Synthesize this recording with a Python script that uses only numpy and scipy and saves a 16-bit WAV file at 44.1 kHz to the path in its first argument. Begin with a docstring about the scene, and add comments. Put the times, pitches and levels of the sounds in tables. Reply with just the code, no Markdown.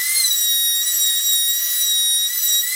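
"""A router's scream throughout: a table-mounted wood router in a garage, a board pushed along its cutter.
The blade rate sags under the cut and recovers as the feed eases; sines at its first eight multiples whistle.
Each overtone swells and fades as it slides through the room's standing waves, on a level curve of its own.
Under it, shaped noise is the hiss of air and chips; gliding sines are the board's faint hum on the table."""
import sys
import numpy as np
from scipy import signal
from scipy.fft import rfft, irfft, next_fast_len
from scipy.io import wavfile
from scipy.ndimage import uniform_filter1d, map_coordinates

SR = 44100
rng = np.random.default_rng(int(sys.argv[2]) if len(sys.argv) > 2 else 0)


def file_out(sig):
    """Save sig as 16-bit WAV at sys.argv[1]."""
    # one column per channel
    cols = np.atleast_2d(sig).T
    # limit, then scale
    lim = np.clip(cols, -1, 1)
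    pcm = np.round(lim * 32767).astype(np.int16)
    wavfile.write(sys.argv[1], SR, pcm)


N = 121275

# blade rate, low while the cutter bites: [t/s, f/Hz]
BLADE_RATE_HZ = [(0.0, 1970), (0.12, 2089), (0.19, 2113), (0.28, 1966), (0.33, 1939), (0.41, 1915),
                 (0.53, 1897), (0.79, 1888), (0.87, 1943), (1.12, 1890), (1.25, 1919), (1.36, 1893),
                 (1.46, 1892), (1.62, 1931), (1.73, 1943), (1.8, 1946), (1.93, 1904), (2.14, 1894),
                 (2.27, 1906), (2.34, 1994), (2.48, 1927), (2.55, 1909), (2.61, 1917), (2.75, 2059)]
# rms level of each whistle partial, from the blade rate up: [t/s, level/dB]
PARTIAL_1_DB = [(0.0, -26), (0.08, -28), (0.12, -27), (0.29, -36.5), (0.31, -55), (0.35, -42.5),
                (0.91, -38.5), (1.01, -54), (1.11, -36.5), (1.24, -47), (1.71, -37), (1.84, -43.5),
                (2.27, -43), (2.3, -35.5), (2.38, -37.5), (2.41, -72), (2.47, -39), (2.58, -42),
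                (2.75, -28)]
PARTIAL_2_DB = [(0.0, -32.5), (0.14, -38), (0.16, -24), (0.202, -17), (0.228, -54), (0.249, -19),
                (0.289, -26.5), (0.308, -20.5), (0.41, -28.5), (0.48, -20.5), (0.81, -23), (0.843, -33),
                (0.88, -24.5), (0.966, -39.5), (1.05, -20), (1.25, -26.5), (1.3, -20), (1.5, -23),
                (1.62, -32.5), (1.78, -27), (1.92, -19.5), (2.26, -21.5), (2.291, -31.5), (2.45, -31.5),
                (2.48, -22), (2.59, -19.5), (2.62, -30.5), (2.75, -33.5)]
PARTIAL_3_DB = [(0.0, -39), (0.19, -33.5), (0.31, -23.5), (0.338, -42), (0.37, -26), (0.5, -25),
                (0.62, -32.5), (0.7, -24.5), (0.785, -36), (0.82, -25), (0.89, -31), (1.04, -23.5),
                (1.11, -35), (1.29, -25), (1.34, -29), (1.5, -31), (1.65, -26), (1.7, -32), (1.8, -39),
                (1.835, -20.5), (1.88, -26.5), (2.269, -27), (2.3, -34), (2.39, -31), (2.425, -24),
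                (2.455, -37), (2.48, -22.5), (2.59, -24), (2.63, -39)]
PARTIAL_4_DB = [(0.0, -37), (0.26, -21.5), (0.29, -31), (0.35, -25), (0.45, -26.5), (0.5, -38),
                (0.64, -33.5), (0.73, -59), (0.77, -25), (0.84, -34), (0.931, -21.5), (0.99, -33),
                (1.031, -20.5), (1.08, -28), (1.23, -29), (1.3, -23), (1.455, -58), (1.49, -25),
                (1.64, -55), (1.91, -26), (1.95, -35), (2.41, -33.5), (2.47, -22.5), (2.57, -26.5),
                (2.621, -29)]
PARTIAL_5_DB = [(0.0, -35.5), (0.18, -21), (0.21, -25), (0.38, -34.5), (0.42, -27), (0.49, -29),
                (0.7, -24.5), (0.84, -36.5), (0.88, -23), (0.94, -52), (1.02, -25.5), (1.16, -25.5),
                (1.25, -40), (1.31, -34), (1.34, -23), (1.49, -25.5), (1.51, -32), (1.64, -36),
                (1.81, -24.5), (1.86, -34), (1.97, -25.5), (2.18, -20.5), (2.27, -33.5), (2.55, -29.5),
                (2.62, -33.5), (2.75, -29)]
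PARTIAL_6_DB = [(0.0, -33.5), (0.32, -28), (0.4, -25.5), (0.46, -26.5), (0.7, -24), (0.9, -38),
                (0.97, -19.5), (1.01, -28.5), (1.22, -32.5), (1.28, -23), (1.45, -40), (1.48, -26),
                (2.4, -32), (2.44, -23.5), (2.5, -32), (2.57, -25.5), (2.65, -31)]
PARTIAL_7_DB = [(0.0, -28), (0.42, -38), (0.56, -33), (0.7, -52), (1.03, -28.5), (1.17, -46), (1.63, -29),
                (1.84, -26), (1.91, -54), (2.31, -35), (2.38, -23), (2.75, -35)]
PARTIAL_8_DB = [(0, -30), (.43, -25.5), (.93, -30), (1.38, -24.5), (2.15, -42), (2.53, -29)]
# hiss level before HISS_GAIN_DB: [t/s, level/dB]
HISS_CURVE_DB = [(0, -34.5), (.19, -33.5), (.26, -37), (.76, -40.5), (.93, -37), (1.5, -40), (1.72, -35.5),
                 (1.92, -39.5), (2.28, -40), (2.43, -36.5), (2.61, -40), (2.75, -36)]
# relative spectrum of rushing air and chips: [f/Hz, density/dB per Hz]
AIR_SPECTRUM_DB = [(150, -43), (240, -21.5), (500, -23), (700, -26), (1000, -21), (1170, -6), (1600, -13),
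                   (2150, -9), (3100, -5), (3650, 3), (4100, -4), (5400, 4), (6150, -3), (8700, 2.5),
                   (12000, -3.5), (13300, 0.5), (15700, -0.5)]
# motor housing resonances: [f/Hz, width/Hz, boost/dB]
HOUSING_MODES = [(1743, 204, 16), (5060, 100, 2), (6740, 185, 9.5), (13800, 130, 7), (14290, 140, 7)]
# board rubbing on the table: [t/s, length/s, start f/Hz, end f/Hz, gain before the arch/dB]
BOARD_RUBS = [(.4, .45, 352, 364, -62.5), (1.153, 0.8, 490, 537, -63), (2.55, 0.252, 335.4, 444.3, -51)]

FLUTTER_HZ, FLUTTER_KNOTS_PER_S = 0.1, 40  # blade rate unsteadiness
ROOM_T60_S, ROOM_DB = 0.17, -1  # echo decay; echo level at full share
LEVELLING_S = 0.069  # span over which the echo's beating is evened out
STEADY_ECHO_SHARE = 0.033  # echo share at steady speed
FULL_ECHO_GLIDE_HZ_PER_S = 1010  # partial's glide that adds a full share
GLIDE_SPAN_S = 0.12  # how long a speed change keeps the echo beating
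HISS_GAIN_DB, CHIP_DB, CHIP_KNOTS_PER_S = 10, 0.39, 110
RIPPLE_DB, RIPPLE_KNOT_HZ, RIPPLE_FROM_HZ = 3, 50.02, 1400  # steady hiss ripple: depth, spacing, low edge
RUB_WAVER_SHARE, RUB_WAVER_KNOTS_PER_S = 0.0061, 39  # rub pitch unsteadiness
TOP_HZ = 15780


def whistle():
    """Sines at multiples of the blade rate; the faster one glides, the more it beats with its own echo."""
    blade_hz = smooth(curve(BLADE_RATE_HZ), 0.011)
    glide_hz_per_s = smooth(np.abs(np.gradient(blade_hz)) * SR, GLIDE_SPAN_S)
    flutter_hz = FLUTTER_HZ * wobble(FLUTTER_KNOTS_PER_S)
    phase = 2 * np.pi * np.cumsum(blade_hz + flutter_hz) / SR
    levels_db = [PARTIAL_1_DB, PARTIAL_2_DB, PARTIAL_3_DB, PARTIAL_4_DB,
                 PARTIAL_5_DB, PARTIAL_6_DB, PARTIAL_7_DB, PARTIAL_8_DB]
    out = np.zeros(N)
    for k, level_db in enumerate(levels_db, 1):
        echo_share = np.clip(STEADY_ECHO_SHARE + k * glide_hz_per_s / FULL_ECHO_GLIDE_HZ_PER_S, 0, 1)
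        tone = garage(np.sin(k * phase), echo_share)
        local_rms = np.sqrt(np.abs(smooth(tone ** 2, LEVELLING_S)) + 1e-9)
        # linear-amplitude interpolation: round tops, narrow nulls
        swell = curve([(t_s, amp(db)) for t_s, db in level_db])
        out += swell * tone / local_rms
    return out


def garage(x, share):
    """Direct sound plus a share of a dense, exponentially decaying noise echo."""
    t_s = np.arange(SR // 2) / SR
    tail = rng.standard_normal(len(t_s)) * amp(-60 * t_s / ROOM_T60_S)
    tail /= np.linalg.norm(tail)
    echo = signal.fftconvolve(x, tail)[:N]
    return x + share * amp(ROOM_DB) * echo


def air():
    """Cooling air and flying chips: noise coloured by the housing, rippled by nearby reflections."""
    def spectrum_db(hz):
        ripple_db = RIPPLE_DB * (hz > RIPPLE_FROM_HZ) * wobble(1 / RIPPLE_KNOT_HZ, hz)
        return along(AIR_SPECTRUM_DB, hz) + housing_db(hz) + ripple_db

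    hiss = noise(spectrum_db)
    chips_db = CHIP_DB * wobble(CHIP_KNOTS_PER_S)
    return hiss * amp(curve(HISS_CURVE_DB) + HISS_GAIN_DB + chips_db)


def housing_db(hz):
    """Resonant boosts of the motor housing, bell-shaped in dB."""
    return sum(boost_db / (1 + ((hz - center_hz) / (width_hz / 2)) ** 2)
               for center_hz, width_hz, boost_db in HOUSING_MODES)


def board():
    """The board hums as it rubs on the table: gliding, wavering sines that swell and fade."""
    out = np.zeros(N)
    for start_s, length_s, from_hz, to_hz, gain_db in BOARD_RUBS:
        u = np.clip((times() - start_s) / length_s, 0, 1)
        waver = 1 + RUB_WAVER_SHARE * wobble(RUB_WAVER_KNOTS_PER_S)
        hz = (from_hz + u * (to_hz - from_hz)) * waver
        arch = np.sqrt(u * (1 - u))  # peaks at 0.5
        out += amp(gain_db) * arch * np.sin(2 * np.pi * np.cumsum(hz) / SR)
    return out


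def amp(db):
    """dB to linear amplitude."""
    return 10 ** (np.asarray(db) / 20)


def unit(x):
    """x scaled to rms 1."""
    return x / np.sqrt(np.mean(x ** 2) + 1e-20)


def times():
    """Sample times in s."""
    return np.arange(N) / SR


def curve(rows):
    """One value per sample, linear between (t/s, value) rows."""
    return np.interp(times(), *np.transpose(rows))


def along(points, hz):
    """Interpolate (f/Hz, value) points on a log-frequency axis."""
    f_hz, values = np.transpose(points)
    return np.interp(np.log(hz + 1), np.log(f_hz + 1), values)


def wobble(rate, along_axis=None):
    """Smooth random curve, rate knots per s (or per unit of another axis)."""
    where = times() if along_axis is None else along_axis
    return map_coordinates(rng.standard_normal(N), [where * rate], mode="wrap")


def filtered(x, response):
    """x filtered by a response of frequency; zero-padded FFT."""
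    m = next_fast_len(N + SR // 2)
    hz = np.fft.rfftfreq(m, 1 / SR)
    return irfft(rfft(x, m) * response(hz), m)[:N]


def noise(db_at):
    """Noise of rms 1, spectrum shaped by db_at(hz)."""
    white = rng.standard_normal(N)
    return unit(filtered(white, lambda hz: amp(db_at(hz))))


def smooth(x, seconds):
    """Running mean, taken twice."""
    size = max(int(seconds * SR), 1)
    return uniform_filter1d(uniform_filter1d(x, size), size)


def scene():
    """Whistle, air and board summed to mono."""
    return (whistle() + air() + board())[None]


def record(dry):
    """Brick-wall low-pass at TOP_HZ."""
    return filtered(dry[0], lambda hz: hz < TOP_HZ)[None]


dry = scene()
out = record(dry)
file_out(out)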